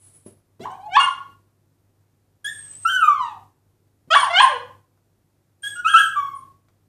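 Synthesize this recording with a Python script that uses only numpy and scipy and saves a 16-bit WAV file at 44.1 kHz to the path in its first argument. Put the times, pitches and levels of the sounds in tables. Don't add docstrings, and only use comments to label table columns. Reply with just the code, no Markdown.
import sys
import numpy as np
from scipy import signal
from scipy.fft import rfft, irfft
from scipy.io import wavfile
from scipy.ndimage import uniform_filter1d, minimum_filter1d

SR = 44100
rng = np.random.default_rng(int(sys.argv[2]) if len(sys.argv) > 2 else 0)


def to_wav(s):
    ch = np.atleast_2d(s).T
    pcm = np.round(np.clip(ch, -1, 1) * 32767)
    wavfile.write(sys.argv[1], SR, pcm.astype(np.int16))


N = 303408
T = np.arange(N) / SR
TOP_HZ = 14600

# (f/Hz, relative level/dB per Hz)
AIR_COLOUR = [(15, -49), (25, -18.5), (50, -13.5), (69, -16), (81, -8.5), (101, -8), (150, -6.5),
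              (176, -14.5), (363, -14), (404, -18), (3010, -37), (12400, -37), (15000, -37.5)]
# (f/Hz, mean level/dB rms)
HUM_LINES = [(49.5, -78.5), (99.2, -60.5), (148, -73.5)]
AIR_DB = -59

# (delay t/s, level/dB)
WALL_REFLECTIONS = [(.0061, -15), (0.0119, -17.5), (0.0187, -14)]
# (f/Hz, 60 dB decay t/s)
STAIRWELL_DECAY = [(150, 0.21), (600, 0.44), (1100, 0.45), (3000, 0.38), (6000, 0.43), (9000, 0.33),
                   (13000, 0.58)]

# (t/s, level/dB, decay t/s)
PAW_FALLS = [(.261, -39.5, 0.015), (.595, -36, 0.036), (4.075, -48.5, .03)]
# (f/Hz, relative level/dB)
PAW_FALL_COLOUR = [(40, -17.5), (100, 0.5), (220, 2), (450, -3.5), (800, -16.5), (1500, -29), (4000, -34),
                   (12000, -48.5)]
# (t/s, level/dB, decay t/s)
WET_TICKS = [(4.975, -52.5, 0.0027), (6.685, -49, 0.0037)]

# (t/s, level/dB)
THIN_HISS = [(0.0, -55.5), (.31, -64)]
# (f/Hz, relative level/dB)
THIN_HISS_COLOUR = [(1000, -13.5), (6500, -13.5), (8000, 1.5), (10500, 1.5), (11500, -11), (14000, -19)]

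# (t/s, length t/s, start f/Hz, end f/Hz, middle level/dB)
SHORT_WHISTLES = [(.005, 0.083, 10180, 10250, -53), (0.137, 0.037, 9840, 10450, -49),
                  (0.251, 0.036, 10500, 10600, -51), (.998, 0.047, 8920, 9000, -37),
                  (1.1, 0.03, 9700, 9230, -57), (4.152, 0.1, 9150, 9000, -35),
                  (4.42, 0.023, 8810, 9140, -30), (5.623, 0.14, 8710, 8150, -42.5),
                  (6.35, .045, 9480, 9160, -57)]
# (t/s, f/Hz, level/dB)
WANDERING_WHISTLES = [
    [(2.445, 9016, -35), (2.489, 9000, -53), (2.503, 8720, -42), (2.769, 7990, -42), (2.785, 8530, -47),
     (2.837, 8100, -40.5), (2.847, 8770, -45.5), (3.02, 8840, -48)],
    [(5.86, 8770, -48), (5.872, 8795, -45.5), (5.932, 8900, -37.5), (5.944, 8889, -41.5),
     (6.002, 8950, -33), (6.046, 8660, -48.5), (6.066, 8200, -39.5), (6.09, 7990, -43.5)],
]
# (f/Hz, relative level/dB)
JET_COLOUR = [(600, -10), (3000, -6.5), (4800, -12), (6600, -3.5), (7400, -3.5), (8400, -7.5),
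              (10000, -15.5), (11300, -28.5), (14000, -24)]
WHISTLE_SWELL_DB, LONG_WHISTLE_DB = 2, -1.5
SIDEBAND_DEPTH, FOLDS_ON_DB = 0.19, -41.5

# (f/Hz, gain level/dB)
WIDE_THROAT = [(1000, 0), (1700, 0.5), (2100, -3), (2600, -2.5), (3300, -4), (4100, -7), (4500, -11),
               (5200, -14), (6300, -14), (7600, -17.5), (9500, -25), (11000, -42.5), (14000, -36.5)]
# (f/Hz, gain level/dB)
WHINING_THROAT = [(1200, -14), (2000, -0.5), (2600, 5), (3200, 5), (3700, -12.5), (4200, -17.5),
                  (5000, -29), (5700, -8), (6500, -18), (7200, -6.5), (8300, -25.5), (10400, -16.5),
                  (11200, -25.5), (12000, -19), (14500, -12.5)]
# (t/s, share open 0-1)
THROAT_OPENING = [(3.1, 0), (3.22, 1)]
SLACK_RESONANCES = [1200, 2900]
# (f/Hz, relative level/dB)
RASP_COLOUR = [(600, -39), (1300, -3.5), (2000, -14), (3100, 0), (4200, -7.5), (5000, -10), (6500, -4),
               (8500, -2), (11000, -30.5), (14000, -25)]
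JAW_WIDTH_HZ, JAW_PEAK_DB = 270, 12
LOWER_WIDE_HZ, UPPER_SHUT_HZ, UPPER_WIDE_HZ = 1720, 2980, 3440
JAW_OPENS_S, JAW_SWING_S = .04, 0.049

# (break t/s, wind-up t/s, fall t/s, start f/Hz, top f/Hz, end f/Hz, fundamental level/dB,
# overtones level/dB, swell level/dB, fade level/dB, roughness 0-1,
# starting lower mouth resonance f/Hz, gape 0-1, overtone tilt level/dB per harmonic)
BARK_CALLS = [(.660, 0.046, 0.025, 660, 1107, 780, -30.5, -50.5, 3, 14, 0.5, 2067, 0.3, 1.3),
              (.970, 0.08, 0.12, 702.8, 1108, 1000, -9.5, -18.5, 48.5, 25.5, .22, 2115, 0.71, -1.06),
              (4.158, .045, .125, 626.7, 1135, 720, -12.5, -15, 6, 24.5, .22, 1230, 1.0, -0.5),
              (4.407, .1, 0.087, 676.6, 1057, 800, -9.5, -13, 19, 26.5, .22, 2050, 0.26, -1.26)]
BREAK_S = .005
LEAP_RATIO = 1.25
STEADY_CLIMB_SHARE, RUSH_POWER = .42, 3.9
WINDUP_ROUGH_SHARE, WINDUP_WEAK_DB = .28, -9.5
WINDUP_GROWTH_DB, WINDUP_SWELL_SHARE = 9.5, 0.25
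BREAK_OVERTONES_DB, OVERTONE_FADE_SHARE = -11, 0.66

# (t/s, length t/s, start f/Hz, aimed f/Hz, end f/Hz, fundamental level/dB,
# overtones level/dB, fade level/dB, negative grows, roughness 0-1, overtone tilt level/dB per harmonic)
SQUEAK_NOTES = [(1.006, 0.025, 1407, 1476, 1451, -19.5, -19, 0.5, 0.07, -8),
                (2.454, 0.039, 1655, 1855, 1833, -28, -31, 6, 0.09, -1.8),
                (5.641, 0.088, 1627, 1708, 1600, -30.5, -31.5, 19.5, 0.09, -2),
                (5.764, 0.034, 1418, 1410, 1445, -34.5, -46.5, -3, 0.2, -4),
                (5.855, 0.1, 1278, 1658, 1565, -23, -26.5, -2, 0.06, -3),
                (5.947, .115, 1307, 1680, 1514, -15.5, -19.5, 11.5, 0.08, -2.5),
                (6.166, 0.21, 1176, 1122, 1059, -24.5, -47.5, 18.5, 0.02, -0.5)]
GRUMBLE_NOTES = [(.708, 0.055, 749, 786, 829, -42.5, -55.5, 8, .22, 1),
                 (.795, 0.078, 759, 814.6, 854.4, -44.5, -67.5, -4, 0.15, 1),
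                 (4.499, 0.065, 602.5, 499, 490, -38, -37.5, -3, .09, -2.3)]
SCOOP_S, DRIFT_POWER, NOTE_FADE_POWER, NOTE_OVERTONE_FADE_DB = .05, 2.1, 2.8, 5.5
VOWEL_HZ, VOWEL_WIDTH_HZ, VOWEL_DB = 1316, 32, 11

# (t/s, f/Hz, fundamental level/dB, overtones level/dB)
SLIDING_WHINE = [(2.859, 1338, -14.5, -35.5), (2.881, 1452, -26.5, -33), (2.901, 1588, -22, -27),
                 (2.932, 1512, -24, -31), (2.965, 1517, -17.5, -28), (3.001, 1427, -25.5, -40),
                 (3.041, 1248, -10.5, -34), (3.151, 1111, -24.5, -49.5), (3.24, 957, -30, -44),
                 (3.32, 839, -44, -58), (3.384, 727, -50, -88)]
# (f/Hz, roughness 0-1)
ROUGHNESS_BY_PITCH = [(780, 0.2), (1000, .04), (1200, 0), (1550, .06)]


def undb(db):
    return 10 ** (np.asarray(db) / 20)


def lookup(hz, points):
    f, value = np.transpose(points)
    return np.interp(np.log(np.maximum(hz, 1)), np.log(f), value)


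def noise(colour, size):
    gain = undb(lookup(np.fft.rfftfreq(size, 1 / SR), colour))
    x = irfft(rfft(rng.standard_normal(size)) * gain, size)
    return x / x.std()


def wobble(rate, size):
    lowpass = signal.butter(2, rate, fs=SR, output="sos")
    x = signal.sosfilt(lowpass, rng.standard_normal(size + 4096))[4096:]
    return x / x.std()


def phrase(rows, attack, release):
    s, *columns = np.transpose(rows)
    first = max(int((s[0] - attack) * SR), 0)
    last = min(int((s[-1] + release) * SR), N)
    span = np.arange(first, last)
    t = T[span]
    rise = np.clip((t - s[0]) / attack + 1, 0, 1)
    drop = np.clip((s[-1] - t) / release + 1, 0, 1)
    gate = np.sin(rise * drop * np.pi / 2) ** 2
    return span, gate, [np.interp(t, s, column) for column in columns]


def background(waver_db=2.0):
    hum = 0
    for hz, db in HUM_LINES:
        level = undb(db + waver_db * wobble(5, N))
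        hum = hum + level * np.sqrt(2) * np.sin(2 * np.pi * (hz * T + rng.random()))
    return hum + undb(AIR_DB) * noise(AIR_COLOUR, N)


def stairwell(x, tail_db=-4, build_s=0.0021, treble_db=-3):
    t = T[:SR]
    hz = np.fft.rfftfreq(SR, 1 / SR)
    scatter = rfft(rng.standard_normal(SR))
    centres = np.transpose(STAIRWELL_DECAY)[0]
    treble_cut = undb(lookup(hz, [(3000, 0.001), (9000, treble_db)]))
    response = np.zeros(SR)
    for share, (_, t60) in zip(np.eye(len(centres)), STAIRWELL_DECAY):
        band = lookup(hz, np.c_[centres, share]) * treble_cut
        response += irfft(scatter * band, SR) * np.exp(-np.log(1000) * t / t60)
    response *= 1 - np.exp(-(t / build_s) ** 2)
    response *= undb(tail_db) / np.sqrt(np.sum(response ** 2))
    response[0] += 1
    for delay, db in WALL_REFLECTIONS:
        response[int(delay * SR)] += undb(db)
    return signal.fftconvolve(x, response)[:N]


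def taps(rows, colour):
    envelope = sum(undb(db) * (T >= s) * np.exp(-np.abs(T - s) / decay) for s, db, decay in rows)
    return uniform_filter1d(envelope, size=64) * noise(colour, N)


def air_hiss():
    span, gate, (db,) = phrase(THIN_HISS, attack=.01, release=.02)
    out = np.zeros(N)
    out[span] = gate * undb(db) * noise(THIN_HISS_COLOUR, len(span))
    return out


def whistle(rows, waver=0.0028, flutter_db=1.0, hiss_db=-17):
    span, gate, (hz, db) = phrase(rows, attack=0.0029, release=.012)
    size = len(span)
    wavering_hz = hz * (1 + waver * wobble(120, size))
    tone = np.sqrt(2) * np.sin(2 * np.pi * np.cumsum(wavering_hz) / SR)
    hiss = noise(JET_COLOUR, size)
    level = undb(db + flutter_db * wobble(61, size))
    out = np.zeros(N)
    out[span] = gate * level * (tone + undb(hiss_db) * hiss)
    return out


def glide(s, length_s, start_hz, end_hz, db):
    edge_db = db - WHISTLE_SWELL_DB
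    return [(s, start_hz, edge_db),
            (s + length_s / 2, (start_hz + end_hz) / 2, db),
            (s + length_s, end_hz, edge_db)]


def whistling(voiced):
    tones = sum(whistle(glide(*row)) for row in SHORT_WHISTLES)
    tones = tones + undb(LONG_WHISTLE_DB) * sum(whistle(rows) for rows in WANDERING_WHISTLES)
    power = uniform_filter1d(voiced ** 2, size=256)
    folds = voiced / np.sqrt(2 * power + undb(FOLDS_ON_DB) ** 2)
    return tones * (1 + SIDEBAND_DEPTH * folds)


def narrow_mouth(hz, t):
    return lookup(hz, WHINING_THROAT)


def relaxing_mouth(hz, t):
    share = np.clip(np.interp(t, *np.transpose(THROAT_OPENING)), 0, 1)
    return (1 - share) * lookup(hz, WHINING_THROAT) + share * lookup(hz, WIDE_THROAT)


def open_mouth(hz, resonances_hz):
    peaks = sum(1 / (1 + ((hz - centre) / JAW_WIDTH_HZ) ** 2) for centre in resonances_hz)
    return lookup(hz, WIDE_THROAT) + JAW_PEAK_DB * peaks


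def grumbling_mouth(hz, t):
    return open_mouth(hz, SLACK_RESONANCES)


def barking_mouth(s, start_hz, gape):
    def gain_db(hz, t):
        lower = np.interp(t, [s - JAW_OPENS_S, s], [start_hz, LOWER_WIDE_HZ])
        swing = gape * np.exp(-((t - s) / JAW_SWING_S) ** 2)
        upper = UPPER_SHUT_HZ + (UPPER_WIDE_HZ - UPPER_SHUT_HZ) * swing
        return open_mouth(hz, [lower, upper])
    return gain_db


def long_whine():
    rows = np.array(SLIDING_WHINE)
    return np.c_[rows, lookup(rows[:, 1], ROUGHNESS_BY_PITCH)]


def note(s, length_s, start_hz, aimed_hz, end_hz, low_db, over_db, fade_db, rough):
    u = np.linspace(0, 1, 60)
    scoop = np.sin(np.minimum(u * length_s / SCOOP_S, 1) * np.pi / 2) ** 2
    hz = start_hz + (aimed_hz - start_hz) * scoop + (end_hz - aimed_hz) * u ** DRIFT_POWER
    faded_db = fade_db * u ** NOTE_FADE_POWER
    vowel_db = VOWEL_DB / (1 + ((hz - VOWEL_HZ) / VOWEL_WIDTH_HZ) ** 2)
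    return np.c_[s + length_s * u, hz, low_db + vowel_db - faded_db,
                 over_db - faded_db - NOTE_OVERTONE_FADE_DB * u, np.full_like(u, rough)]


def bark(s, windup_s, fall_s, start_hz, top_hz, end_hz, low_db, over_db, swell_db, fade_db, rough):
    u = np.linspace(0, 1, 25)
    climb = STEADY_CLIMB_SHARE * u + (1 - STEADY_CLIMB_SHARE) * u ** RUSH_POWER
    growth_db = WINDUP_GROWTH_DB + WINDUP_SWELL_SHARE * swell_db
    windup = np.c_[s - windup_s + (windup_s - BREAK_S) * u,
                   start_hz + (top_hz / LEAP_RATIO - start_hz) * climb,
                   low_db + WINDUP_WEAK_DB - growth_db * (1 - u ** 2),
                   over_db - swell_db * (1 - u),
                   rough * (WINDUP_ROUGH_SHARE + (1 - WINDUP_ROUGH_SHARE) * u ** 20)]
    faded_db = fade_db * u
    fall = np.c_[s + fall_s * u,
                 top_hz + (end_hz - top_hz) * u ** 2,
                 low_db - faded_db,
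                 over_db + BREAK_OVERTONES_DB - OVERTONE_FADE_SHARE * faded_db,
                 np.full_like(u, rough)]
    return np.r_[windup, fall]


def voice(rows, mouth, jitter, shimmer, rasp_db, flicker_db, tilt_db):
    span, gate, (hz, low_db, over_db, rough) = phrase(rows, attack=0.012, release=0.014)
    size = len(span)
    rough = np.clip(rough, .03, 1)
    phase = 2 * np.pi * np.cumsum(hz * (1 + jitter * rough * wobble(190, size))) / SR
    fundamental = np.sqrt(2) * np.sin(phase)
    order = np.arange(2, 21)[:, None]
    flicker = np.array([wobble(32, size) for _ in order])
    source_db = flicker_db * flicker + tilt_db * order
    weight = undb(mouth(order * hz, T[span]) + source_db) * (order * hz < TOP_HZ)
    # the mouth sets its colour, over_db its level
    stack = (weight * np.sin(order * phase)).sum(0)
    overtones = np.sqrt(2) * stack / np.sqrt((weight ** 2).sum(0))
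    rasp = undb(rasp_db) * rough * noise(RASP_COLOUR, size) * (1 + .5 * np.cos(phase))
    swing = 1 + rough * shimmer * wobble(100, size)
    out = np.zeros(N)
    out[span] = gate * swing * (undb(low_db) * fundamental + undb(over_db) * (overtones + rasp))
    return out


def scene(bark_db=4.0, whine_db=0, whistle_db=0.5):
    open_calls = [(bark(*row), barking_mouth(row[0], start_hz, gape), tilt)
                  for *row, start_hz, gape, tilt in BARK_CALLS]
    open_calls += [(note(*row), grumbling_mouth, tilt) for *row, tilt in GRUMBLE_NOTES]
    narrow_calls = [(note(*row), narrow_mouth, tilt) for *row, tilt in SQUEAK_NOTES]
    narrow_calls += [(long_whine(), relaxing_mouth, -1.04)]
    barks = sum(voice(rows, mouth, jitter=0.054, shimmer=0.8, rasp_db=-11.5, flicker_db=5, tilt_db=tilt)
                for rows, mouth, tilt in open_calls)
    whines = sum(voice(rows, mouth, jitter=0.057, shimmer=0.19, rasp_db=2, flicker_db=4.5, tilt_db=tilt)
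                 for rows, mouth, tilt in narrow_calls)
    voiced = undb(bark_db) * barks + undb(whine_db) * whines
    puppy = voiced + undb(whistle_db) * whistling(voiced) + air_hiss()
    puppy += taps(PAW_FALLS, PAW_FALL_COLOUR)
    puppy += taps(WET_TICKS, [(300, 9), (1200, 8), (5000, -7.0), (12000, -15)])
    return (stairwell(puppy) + background())[None]


def limiter(x, ceiling=.9):
    gain = ceiling / np.maximum(np.abs(x), ceiling)
    return x * uniform_filter1d(minimum_filter1d(gain, size=256), size=256)


def record(dry, threshold_db=-50, knee_db=10, depth_db=8, memory_s=0.025):
    keep = np.exp(-1 / (memory_s * SR))
    power = signal.lfilter([1 - keep], [1, -keep], dry ** 2)
    level_db = 10 * np.log10(power + 1e-12)
    closed = np.clip((threshold_db - level_db) / knee_db + .5, 0, 1)
    expanded = dry * undb(-depth_db * closed)
    top_cut = signal.ellip(10, .2, 80, TOP_HZ, fs=SR, output="sos")
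    return signal.sosfilt(top_cut, limiter(expanded))


dry = scene()
out = record(dry)
to_wav(out)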